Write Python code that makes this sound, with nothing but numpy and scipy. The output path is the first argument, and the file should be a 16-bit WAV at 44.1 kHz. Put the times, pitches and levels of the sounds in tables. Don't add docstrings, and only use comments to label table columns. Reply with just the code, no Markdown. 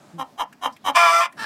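import sys
import numpy as np
from scipy import signal
from scipy.fft import rfft, irfft
from scipy.io import wavfile
from scipy.ndimage import uniform_filter1d

SR = 44100
rng = np.random.default_rng(int(sys.argv[2]) if len(sys.argv) > 2 else 0)


def ratio_of_db(decibels):
    return 10 ** (np.asarray(decibels, float) / 20)


def file_out(sig):
    cols = np.atleast_2d(sig).T
    lim = np.clip(cols, -1, 1)
    pcm = np.round(lim * 32767).astype(np.int16)
    wavfile.write(sys.argv[1], SR, pcm)


N = 63945


def unit(x):
    return x / np.sqrt(np.mean(x ** 2))


def ring(x, hz, width):
    b, a = signal.iirpeak(hz, hz / width, fs=SR)
    return signal.lfilter(b, a, signal.lfilter(b, a, x))


def walk(rate):
    k = int(SR / rate)
    return unit(uniform_filter1d(uniform_filter1d(rng.standard_normal(N), k), k))


def yard():
    # f/Hz, level/dB per Hz
    hum_spectrum = [(15, -46), (25, -43), (240, -1.5), (469, -26), (703, -5), (919, -19), (1570, -22),
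                    (1850, -23), (15500, -40.5)]
    spectrum_hz, spectrum_db = np.array(hum_spectrum).T
    hum, swell = 0, walk(8.6)
    for hz in 28 * 2 ** np.arange(0, 9.2, .5):
        db = np.interp(np.log(hz), np.log(spectrum_hz), spectrum_db)
        gain = ratio_of_db(db + 3.26 * swell + 2.26 * walk(5))
        hum = hum + gain * ring(rng.standard_normal(N), hz, hz / 2)
    return unit(hum) * ratio_of_db(-51)


def tone(t, rows, fade_s, twelfth_db):
    s, hz, low_db, octave_db = np.array(rows).T
    phase = 2 * np.pi * np.cumsum(np.interp(t, s, hz)) / SR
    fade_in = np.clip((t - s[0]) * 200, 0, 1)
    fade_out = np.clip(1 - (t - s[-1]) / fade_s, 0, 1)
    low = ratio_of_db(np.interp(t, s, low_db)) * np.sin(phase)
    upper = np.sin(2 * phase + 1) + ratio_of_db(twelfth_db) * np.sin(3 * phase)
    return np.sqrt(2) * fade_in * fade_out * (low + ratio_of_db(np.interp(t, s, octave_db)) * upper)


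def coo(t):
    # t/s, f/Hz, level/dB, octave level/dB
    coo_rows = [
        (0.12, 173.2, -62, -90),
        (0.142, 167, -41.5, -48),
        (0.167, 172, -39.5, -48.5),
        (.2, 154, -46, -47),
        (0.226, 146, -52.5, -63),
    ]
    return tone(t, coo_rows, 0.0088, -12)


def voice(rows, throat, tilt, steady=1.):
    rows = np.array(rows)
    i0, i1 = int(rows[0, 0] * SR), min(int(rows[-1, 0] * SR), N)
    t = np.arange(i0, i1) / SR
    db, hz, half, rough = (np.interp(t, rows[:, 0], c) for c in rows.T[1:])
    hiss = rng.standard_normal(len(t))

    cycles = np.cumsum(hz) / SR
    timing, luck = (np.interp(cycles, np.arange(1000), c) for c in rng.standard_normal((2, 1000)))
    jitter = 0.029
    phase = cycles + np.cumsum(hz * jitter * 10 * rough * timing) / SR
    harmonics = range(1, int(6000 / hz.max()))
    pulses = unit(sum(np.cos(2 * np.pi * h * phase) for h in harmonics))

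    two_cycle = 1 + half * np.cos(np.pi * phase)
    four_cycle = 1 + 0.3 * np.cos(np.pi * phase / 2)
    size = two_cycle * four_cycle * ratio_of_db(9 * rough * np.tanh(luck))
    puffs = hiss * (1 + .5 * np.cos(2 * np.pi * phase))
    breath = size * puffs * ratio_of_db(-5) * (rough + .12)
    bright = ratio_of_db(tilt * (db - db.max()))

    low, mid, high = np.zeros((3, N))
    low[i0:i1] = ((size - 1 + steady) * pulses + breath) * ratio_of_db(db)
    mid[i0:i1] = low[i0:i1] * bright
    high[i0:i1] = 2 * puffs * size ** 0.25 * ratio_of_db(db) * bright
    out = 0
    for k, (f, width, gain_db) in enumerate(throat):
        source = low if f < 950 else mid if f < 4300 else high
        out = out + (-1) ** k * ratio_of_db(gain_db) * ring(source, f, width)
    return out * np.sqrt(np.sum(ratio_of_db(2 * db)) / np.sum(out ** 2))


def clucks():
    # t/s, length/s, level/dB, f/Hz, roughness/0-1
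    cluck_rows = [
        (0.181, 0.047, -24.5, 270, 0.04),
        (0.375, 0.065, -22.5, 377.5, 0.42),
        (0.613, 0.075, -21, 369, 0.41),
        (0.841, 0.069, -18.5, 385.2, .3),
    ]
    # brightness/dB, then level at its opening and at its stop, from the top/dB
    brightness = [-6.5, -0.5, -2, -1]
    opening = [-8, -12.5, -11.5, -12]
    stopping = [-4.5, -11.5, -15, -9]
    # f/Hz, width/Hz, level/dB
    lower_throat = [(270, 53, -12), (498, 180, -17.5), (845, 300, 0), (1015, 250, 3), (1277, 300, -5)]
    upper_throat = [(1800, 300, -13), (2250, 350, -14), (3850, 300, -16), (5100, 700, -24),
                    (6200, 1200, -23), (10500, 6000, -29), (2850, 250, -13), (3120, 280, -7)]
    rise_share, hold_share, sag = .35, 0.31, 0.65
    out = 0
    for cluck, bright_db, rise_db, fall_db in zip(cluck_rows, brightness, opening, stopping):
        s, length, db, hz, rough = cluck
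        held_until = s + (rise_share + hold_share) * length
        # t/s, level/dB, f/Hz, strong-weak depth/0-1, roughness/0-1
        effort = [(s, db + rise_db, hz, .1, 0.34 * rough),
                  (s + rise_share * length, db + 1.0, hz, .2, 0.76 * rough),
                  (held_until, db + 0.7, hz * (1 - sag * rough), .3, rough),
                  (s + length, db + fall_db, hz * (1 - sag * rough * 2), .3, 1.63 * rough)]
        throat = lower_throat + [(f, width, g + bright_db) for f, width, g in upper_throat]
        out = out + voice(effort, throat, .35)
    rumble = unit(ring(rng.standard_normal(N), 36, 90))
    return out + ratio_of_db(-36) * rumble * uniform_filter1d(np.abs(out), SR // 40)


def ticks(t):
    # t/s, peak level/dB, f/Hz, t60/s
    tick_rows = [
        (0.5261, -35.5, 1690, 0.035),
        (0.7233, -43, 5150, 0.13),
        (0.764, -37.5, 2400, 0.029),
        (1.3238, -36, 2060, 0.032),
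    ]
    out = 0
    for s, db, hz, t60 in tick_rows:
        burst = rng.standard_normal(N) * (t > s) * ratio_of_db(-60 * np.maximum(t - s, 0) / t60)
        scratch = ring(burst, hz, 1200) + ratio_of_db(-12) * ring(burst, 1.36 * hz, 1500)
        scratch = scratch + ratio_of_db(-14) * ring(burst, 4700, 9500)
        thud = ratio_of_db(-3.5) * ring(burst, 174, 170)
        out = out + ratio_of_db(db) * (scratch + thud) / np.abs(scratch).max()
    return out


def squawk():
    # t/s, level/dB, f/Hz, strong-weak depth/0-1, roughness/0-1
    squawk_effort = [
        (.944, -34, 691.5, 1, 0.37),
        (.956, -11, 695.8, 0.63, 0.31),
        (1.0, -15, 690.8, 0.67, 0.14),
        (1.09, -16.5, 657.5, 0.62, .1),
        (1.125, -16, 667, 0.12, 0.31),
        (1.198, -17, 672.7, 0.13, 0.09),
        (1.216, -17.5, 700.5, 0.94, 0.21),
        (1.258, -25.5, 677, 0.76, 0.42),
        (1.285, -58, 670, 0.9, 0.3),
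    ]
    # f/Hz, width/Hz, level/dB
    open_throat = [(454, 126, -25), (693, 155, -0.5), (1108, 363, 2.5), (1400, 120, 4.5), (1770, 460, -6.5),
                   (2060, 89, -1), (2347, 338, -2), (2890, 560, -14.5), (3460, 245, -9.5),
                   (5060, 1220, -17.5), (6020, 390, -19), (7000, 2300, -26.5), (8870, 1700, -29),
                   (11600, 6400, -36)]
    return voice(squawk_effort, open_throat, 0.15, .05)


def clear_tone(t):
    # t/s, f/Hz, level/dB, octave level/dB
    clear_rows = [(.951, 694, -34, -50), (.972, 695, -20, -30), (1.0, 686, -22, -19),
                  (1.066, 683, -22, -17), (1.088, 662, -36, -22), (1.117, 670, -24, -30),
                  (1.13, 676, -24, -17), (1.167, 676, -25, -15.5), (1.215, 680, -26, -22)]
    return tone(t, clear_rows, .03, -14)


def seven_quarter_tone(t):
    # t/s, f/Hz, level/dB, octave level/dB
    seven_quarter_rows = [(1.0, 1150, -44, -26), (1.06, 1150, -33, -33.5), (1.085, 1155, -16, -27),
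                          (1.111, 1160, -22, -38), (1.134, 1172, -42, -37.5), (1.17, 1178, -39, -29),
                          (1.2, 1178, -24, -41)]
    return tone(t, seven_quarter_rows, 0.043, -6)


def reply():
    # t/s, level/dB, f/Hz, strong-weak depth/0-1, roughness/0-1
    reply_effort = [
        (1.369, -50, 400, .3, .6),
        (1.386, -40, 420, .3, .4),
        (1.392, -29, 440, .1, .12),
        (1.415, -27, 460, .15, .15),
        (1.43, -27, 455, .5, .2),
        (1.45, -28, 420, .6, .25),
    ]
    # f/Hz, width/Hz, level/dB
    reply_throat = [(245, 70, -31), (960, 810, 0.5), (1400, 670, 3), (1694, 260, 10), (2600, 1020, -6.5),
                    (4230, 970, -8), (5320, 820, -8), (8030, 2900, -18.5), (11800, 15000, -33)]
    return voice(reply_effort, reply_throat, -0.27)


def decay(t60):
    t = np.arange(SR // 4) / SR
    echo = rng.standard_normal(len(t)) * ratio_of_db(-60 * t / t60)
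    return echo / np.sqrt(np.sum(echo ** 2))


def nest_box(x):
    bass = signal.sosfiltfilt(signal.butter(3, 1320, fs=SR, output="sos"), x)
    walls = rfft(decay(.025), 2 * N)
    walls = walls / np.sqrt(np.abs(walls))
    walls = walls / np.sqrt(np.mean(np.abs(walls) ** 2))
    return bass + irfft(rfft(x - bass, 2 * N) * walls)[:N]


def coop(x):
    b, a = signal.butter(2, 1700, fs=SR)
    return ratio_of_db(-4) * signal.fftconvolve(x, signal.lfilter(b, a, decay(0.14)))[:N]


def duck(x):
    k = 1 / (0.061 * SR)
    loudness = signal.lfilter([k], [1, k - 1], np.abs(x))
    return ratio_of_db(-18 * np.tanh(loudness / ratio_of_db(-9)))


def scene():
    t = np.arange(N) / SR
    hens = nest_box(clucks() + ticks(t) + squawk() + reply()) + seven_quarter_tone(t)
    mix = duck(hens) * yard() + coo(t) + hens + coop(hens) + clear_tone(t)
    return mix[None]


def low_pass(x):
    return signal.sosfilt(signal.butter(12, 15920, fs=SR, output="sos"), x)


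def record(dry):
    limit = .85
    rounding = limit * np.tanh(dry / limit) - dry
    no_rumble = signal.butter(4, 450, "high", fs=SR, output="sos")
    mix = dry + signal.sosfilt(no_rumble, rounding)
    return low_pass(mix)


dry = scene()
out = record(dry)
file_out(out)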